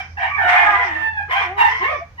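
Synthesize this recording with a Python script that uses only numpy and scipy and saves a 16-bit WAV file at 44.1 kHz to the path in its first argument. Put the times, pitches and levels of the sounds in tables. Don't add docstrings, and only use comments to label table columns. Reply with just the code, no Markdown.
import sys
import numpy as np
from scipy import signal
from scipy.fft import rfft, irfft, next_fast_len
from scipy.io import wavfile
from scipy.ndimage import uniform_filter1d, minimum_filter1d, map_coordinates

SR = 44100
rng = np.random.default_rng(int(sys.argv[2]) if len(sys.argv) > 2 else 0)


def gain_from_decibels(decibels):
    exponent = np.asarray(decibels, float) / 20
    return 10 ** exponent


def persist_wave(psi):
    counts = np.round(np.clip(psi, -1, 1) * 32767).astype(np.int16)
    wavfile.write(sys.argv[1], SR, np.atleast_2d(counts).T)


N = 97020


def unit(x):
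    return x / np.sqrt(np.mean(x ** 2) + 1e-20)


def along(points, hz):
    f, v = np.transpose(points)
    return np.interp(np.log(hz + 1), np.log(f + 1), v)


def wobble(rate_hz, size=N):
    values = rng.standard_normal(int(size * rate_hz / SR) + 4)
    return map_coordinates(values, [np.arange(size) * rate_hz / SR])


def filtered(x, response):
    m = next_fast_len(N + SR // 2)
    return irfft(rfft(x, m) * response(np.fft.rfftfreq(m, 1 / SR)), m)[..., :N]


def placed(x, place):
    gap_db, lag_ms = place
    side = np.array([[.5], [-.5]])
    return filtered(x, lambda hz: gain_from_decibels(side * gap_db) * np.exp(-2j * np.pi * hz * side * lag_ms / 1000))


HUM_HZ, HUM_DB, HUM_WANDER_HZ = 84.2, -43.5, 1.97
FLOOR_DB = -47.5
# freq_hz, level_db (per Hz)
FLOOR = [(25, -9), (60, 9.5), (128, 3.5), (175, -1.5), (356, -16), (760, -11), (3000, -25), (6500, -27.5),
         (7800, -41.5), (16000, -43.5)]
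# freq_hz, likeness (0-1)
ALIKE = [(60, 0.84), (200, 1), (600, 0.98), (1500, 0)]


def background():
    phase = 2 * np.pi * np.cumsum(HUM_HZ + HUM_WANDER_HZ * wobble(12.07)) / SR
    hum = np.sqrt(2) * gain_from_decibels(HUM_DB + 3.3 * wobble(14.32)) * np.sin(phase)

    def spread(hz):
        angle = np.arccos(np.clip(along(ALIKE, hz), -1, 1)) / 2
        return gain_from_decibels(along(FLOOR, hz)) * [np.cos(angle), np.sin(angle)]

    mid, side = filtered(rng.standard_normal((2, N)), spread)
    floor = unit(np.array([mid + side, mid - side]))
    return gain_from_decibels([[-.9], [.9]]) * (hum + gain_from_decibels(FLOOR_DB) * floor)


EDGE_S, DRIFT = .015, .003
HOARSE_HZ, JITTER = 130, 1.1
QUAVER_DB, QUAVER_HZ = 3, 45
# freq_hz, level_db
THROAT = [(900, 12.5), (2300, 2.5), (3300, -8.5), (4100, -20.5), (5500, -28), (7500, -41.5), (11800, -30.5),
          (16000, -72.5)]


def cry(rows, second_db, loss_db, hoarse):
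    s, *cols = np.transpose(rows)
    at = np.arange(max(round(s[0] * SR), 0), min(round(s[-1] * SR), N))
    t, size = at / SR, len(at)
    hz, first_db = [uniform_filter1d(np.interp(t, s, c), size=661) for c in cols]
    hz = hz * (1 + DRIFT * wobble(34.24, size=size))
    first_db = first_db + QUAVER_DB * wobble(QUAVER_HZ, size=size)
    phase = 2 * np.pi * np.cumsum(hz) / SR + JITTER * hoarse * wobble(2 * HOARSE_HZ, size=size)
    sound = np.zeros(size)
    for k in range(1, 17):
        db = first_db
        if k > 1:
            loss = loss_db * (k - 2) if k < 4 else max(loss_db * 2, loss_db * (5 - k))
            db = db + second_db - loss + along(THROAT, k * hz) - along(THROAT, 2 * hz)
        shake = wobble(2 * HOARSE_HZ, size=size) + 1j * wobble(2 * HOARSE_HZ, size=size)
        rough = min(hoarse * k ** 0.61, 1)
        flutter = np.sqrt(1 - rough) + np.sqrt(rough / 2) * shake
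        level = gain_from_decibels(db + QUAVER_DB / 2 * wobble(QUAVER_HZ, size=size)) * (k * hz < 16000)
        sound += level * np.real(flutter * np.exp(1j * (k * phase + rng.uniform(0, 2 * np.pi))))
    rise = t - s[0] + (s[0] < EDGE_S)
    fall = s[-1] - t + (at[-1] > N - 99)
    out = np.zeros(N)
    out[at] = np.sqrt(2) * sound * np.clip(np.minimum(rise, fall) / EDGE_S, 0, 1)
    return out


# start_s, pitch_hz, level_db (of the fundamental)
FADING = [(0, 782, -27.5), (.045, 763, -58.5), (.13, 791, -62)]
YELP_A = [(.168, 894.5, -31), (.2, 897, -34), (.245, 955.6, -22.5), (.29, 934, -37), (.33, 900, -48.5)]
LOW_YELP = [(.185, 796, -41), (.22, 778.5, -32.5), (.26, 760.5, -36), (.31, 770, -45.5)]
WHINE_A = [(.27, 1079, -38.5), (.31, 1140, -33), (.335, 1158, -31), (.37, 1130, -27), (.41, 1114, -44.5),
           (.45, 1100, -48)]
YELP_B = [(.36, 861.8, -40.5), (.42, 768, -30), (.47, 720.8, -30), (.52, 718.4, -29.5), (.58, 736.3, -27.5),
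          (.64, 696.8, -34), (.69, 682.3, -43.5), (.77, 715, -30), (.87, 687, -47.5)]
YELP_C = [(.36, 900, -31.5), (.4, 895.7, -25), (.45, 898.7, -31), (.49, 903.6, -22), (.525, 922.7, -23.5),
          (.54, 900, -31.5), (.585, 881, -18.5), (.64, 887.5, -23), (.7, 829, -25.5)]
GROAN = [(.435, 268, -40), (.455, 300, -49), (.49, 333, -49)]
LONG_WHINE = [(.48, 1060, -28.5), (.52, 1058, -30), (.575, 1061, -25), (.64, 1045, -30.5),
              (.7, 1035, -36.5), (.76, 999, -25), (.815, 1006, -24.5), (.87, 934, -34), (.95, 917, -35.5)]
WHINE_B = [(.5, 750, -37), (.53, 774.6, -36), (.558, 813.7, -24), (.62, 814.7, -29), (.66, 816.7, -36.5),
           (.7, 821, -39), (.78, 804.6, -32.5), (.88, 806, -37.5)]
WHIMPER_A = [(.61, 427.4, -47), (.67, 284.5, -48.5), (.74, 353, -51), (.8, 499, -43.5), (.86, 373, -51),
             (.92, 313.8, -41), (1.02, 322.5, -53), (1.09, 282, -62)]
WHINE_B_HALF = [(.625, 416.2, -65), (.66, 413.7, -57.5), (.7, 412.5, -49.5), (.73, 405.1, -62), (.77, 400, -56)]
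CLEAR_WHINE = [(.94, 900, -31), (.98, 900.5, -31.5), (1.02, 893, -30), (1.075, 887.9, -25),
               (1.1, 887.5, -40), (1.14, 867.6, -33.5), (1.2, 859, -41), (1.25, 842, -47),
               (1.28, 810, -61.5)]
WHINE_END = [(1.16, 843, -40.5), (1.21, 802, -39.5), (1.26, 844, -52.5), (1.29, 812, -73.5)]
SWOOP = [(1.28, 382.6, -40.5), (1.31, 572.5, -44), (1.345, 773.3, -36.5), (1.39, 797, -31),
         (1.44, 814, -42)]
YELP_D = [(1.285, 1002, -43.5), (1.302, 1015, -31), (1.33, 1049, -20.5), (1.375, 1038, -35),
          (1.414, 1060, -26), (1.44, 1058, -33), (1.48, 1045, -46.5), (1.53, 1040, -60)]
WHIMPER_B = [(1.4, 513.3, -37.5), (1.44, 370.8, -55), (1.48, 346.1, -50.5), (1.54, 396.8, -48),
             (1.65, 431.6, -45.5), (1.79, 455, -50.5)]
YELP_E = [(1.565, 983, -16), (1.59, 950, -22.5), (1.62, 912.7, -7.5), (1.636, 920.4, -23.5),
          (1.652, 905.5, -11.5), (1.666, 897.7, -20.5), (1.685, 886.6, -17), (1.714, 900, -30.5),
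          (1.78, 887, -52.5)]
RISING = [(1.65, 993.5, -37), (1.69, 999.5, -26), (1.75, 1038, -40), (1.8, 1052, -38)]
WHIMPER_C = [(1.79, 326, -48.5), (1.835, 393, -35), (1.86, 500, -37.5), (1.885, 599, -27.5),
             (1.91, 636.5, -30), (1.945, 584, -30.5), (1.97, 452, -40), (2, 300, -51)]
WHINE_C = [(1.8, 1048, -37), (1.82, 1046, -19), (1.85, 1075, -26.5), (1.882, 1134, -24), (1.9, 1114, -24),
           (1.914, 1126, -40), (1.942, 1165, -34), (2, 1170, -52), (2.07, 1147, -59)]
CROAKING = [(1.8, 961, -47), (1.83, 940, -39.5), (1.87, 900, -41.5), (1.92, 859, -48.5)]
CHIRP = [(1.97, 627, -51), (2.02, 676, -41), (2.09, 692, -85)]
NEXT_YELP = [(2.172, 994, -47.5), (2.2, 937, -35)]
CLEAR, HUSKY, HOARSE, RAGGED = .05, .15, .33, .7
# left_over_right_db, left_lag_ms
NEAR, MIDDLE, FAR = (-1.3, -0.26), (-.6, -0.21), (.3, -0.078)
# path, second_db (second partial over first), loss_db (per higher partial),
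# hoarseness (0-1), place
CRIES = [(FADING, 0, -8, HUSKY, MIDDLE), (YELP_A, 5.1, 7.3, RAGGED, NEAR),
         (WHINE_A, 4.7, 42, HUSKY, MIDDLE), (YELP_B, 2.8, 3, HOARSE, FAR), (YELP_C, 0.17, 27, HUSKY, NEAR),
         (WHINE_B, -6.5, -7.5, HUSKY, FAR), (WHINE_B_HALF, 24.4, -8.5, CLEAR, FAR),
         (LONG_WHINE, 4.1, 48, HOARSE, MIDDLE), (CLEAR_WHINE, 2.7, 6.6, CLEAR, MIDDLE),
         (WHINE_END, 8, 6, CLEAR, MIDDLE), (WHIMPER_A, 1.9, 2.8, CLEAR, FAR),
         (SWOOP, 0.024, -9, HUSKY, FAR), (YELP_D, 0.73, 3.2, RAGGED, NEAR),
         (WHIMPER_B, 9.5, 11, CLEAR, FAR), (YELP_E, -6.5, 1.36, HUSKY, NEAR),
         (WHINE_C, -0.79, 7.2, HUSKY, MIDDLE), (WHIMPER_C, -5, 1, HUSKY, FAR),
         (CHIRP, -40, 1.9, CLEAR, FAR), (NEXT_YELP, 3.3, 5.4, HUSKY, NEAR),
         (LOW_YELP, -6.5, -10, HOARSE, FAR), (RISING, 6, 5.1, HOARSE, MIDDLE),
         (CROAKING, 9.7, 6.2, RAGGED, NEAR), (GROAN, -3, 4.4, RAGGED, FAR)]


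def puppies():
    return [(cry(*voice), place) for *voice, place in CRIES]


RASP_HZ, RASP_SCATTER, RASP_SIZE_DB = 237.7, .45, 3.5
RASP_DB, BREATH = -3, .5
RASP_LOW_HZ, RASP_TOP_HZ = 654, 3200
AIR_DB, AIR_TOP_HZ = -10.5, 13100
LEFT, RIGHT = (5, .1), (-6, -.4)
# start_s, level_db
STRAIN = [(0, -36), (0.141, -71.5), (0.169, -52), (0.232, -32), (.34, -48), (0.465, -33), (.49, -19),
          (0.6, -23), (0.8, -31), (1.05, -38), (1.11, -64), (1.285, -55.5), (1.315, -25), (1.439, -31),
          (1.56, -52), (1.59, -22), (1.78, -40), (1.84, -32), (2.049, -64)]
# freq_hz, width_hz, level_db
RASP_TRACT = [(860, 340, 5), (1640, 786, 4.5), (2048, 428, 6.5), (3280, 810, -12), (5600, 1000, -16),
              (9200, 630, -31.5), (11600, 770, -31.5)]


def rasp():
    s, db = np.transpose(STRAIN)
    beat = np.cumsum(RASP_HZ * np.exp(RASP_SCATTER * wobble(RASP_HZ))) / SR
    opening = np.diff(np.floor(beat), prepend=0) > 0
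    pulses = unit(opening * gain_from_decibels(RASP_SIZE_DB * wobble(RASP_HZ)))
    breath = unit(rng.standard_normal(N) * np.exp(-2 * (beat % 1)))
    source = np.sqrt(1 - BREATH) * pulses + np.sqrt(BREATH) * breath

    def tract(f):
        low = (1j * f / RASP_LOW_HZ / (1 + 1j * f / RASP_LOW_HZ)) ** 4
        air = gain_from_decibels(AIR_DB) / (1 + (f / AIR_TOP_HZ) ** 8)
        body = 1 / (1 + (f / RASP_TOP_HZ) ** 6)
        rings = sum((-1) ** k * gain_from_decibels(g) * 1j * f * w / (c * c - f * f + 1j * f * w)
                    for k, (c, w, g) in enumerate(RASP_TRACT))
        return low * (air + body) * rings

    return unit(filtered(source, tract)) * gain_from_decibels(np.interp(np.arange(N) / SR, s, db) + RASP_DB)


NOSE_HZ, NOSE_WIDE_HZ = 5350, 900
# middle_s, length_s, level_db
SNIFFS = [
    (0.029, 0.19, -53.5),
    (0.255, 0.17, -58.5),
    (0.402, 0.096, -55.5),
    (0.862, 0.067, -45.5),
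    (1.4, .15, -51.5),
    (1.656, 0.13, -55),
    (1.78, 0.18, -50),
    (1.942, .14, -57),
]


def sniffs():
    t = np.arange(N) / SR
    puffs = sum(gain_from_decibels(db) * np.exp(-((t - s) / length * 2) ** 2) for s, length, db in SNIFFS)
    air = filtered(rng.standard_normal((2, N)), lambda f: np.exp(-((f - NOSE_HZ) / NOSE_WIDE_HZ) ** 2))
    return unit(air) * puffs * gain_from_decibels(2.4 * wobble(35))


ROOM_DB, WALL_DB, WALL_S = -2.5, -8, .012
ROOM_WIDE_HZ = 300
# freq_hz, t60_s
ROOM = [(300, 0.067), (2000, 0.32), (8000, 0.11)]


def room(x):
    hz, t, z = signal.stft(rng.standard_normal((2, SR // 2)), SR, nperseg=256)
    tail = signal.istft(z * gain_from_decibels(-60 * t / along(ROOM, hz)[:, None]), SR, nperseg=256)[1]
    answer = gain_from_decibels(ROOM_DB) * np.pad(tail / np.linalg.norm(tail[0]), ((0, 0), (300, 0)))
    for port in answer:
        echo_at = (rng.uniform(.1, 1, size=6) * WALL_S * SR).astype(int)
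        port[echo_at] += gain_from_decibels(WALL_DB) * rng.choice([-1, 1], size=6)
    left, right = signal.fftconvolve(x[None], answer, axes=1)[:, :N]
    side = filtered((left - right) / 2, lambda hz: 1 / (1 + (ROOM_WIDE_HZ / (hz + 1)) ** 2))
    return (left + right) / 2 + np.array([side, -side])


# freq_hz, level_db (left up and right down by this much)
MIC_TILT = [(100, -.8), (600, -.6), (2500, -1), (5000, -2.5), (15000, -2.5)]


def microphones(heard):
    return filtered(heard, lambda hz: gain_from_decibels(along(MIC_TILT, hz) * np.array([[1], [-1]])))


def scene():
    voices = puppies() + [(rasp(), LEFT), (rasp(), RIGHT)]
    direct = sum(placed(x, place) for x, place in voices)
    echoes = room(sum(x for x, place in voices))
    return microphones(direct + sniffs() + echoes) + background()


def low_pass(x):
    return signal.sosfilt(signal.butter(12, 15800, fs=SR, output="sos"), x)


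def record(dry):
    need = np.minimum(1, 1.01 / (np.abs(dry).max(axis=0) + 1e-9))
    gain = uniform_filter1d(minimum_filter1d(need, size=441), size=441)
    return low_pass(np.clip(dry * gain, -1, 1))


dry = scene()
out = record(dry)
persist_wave(out)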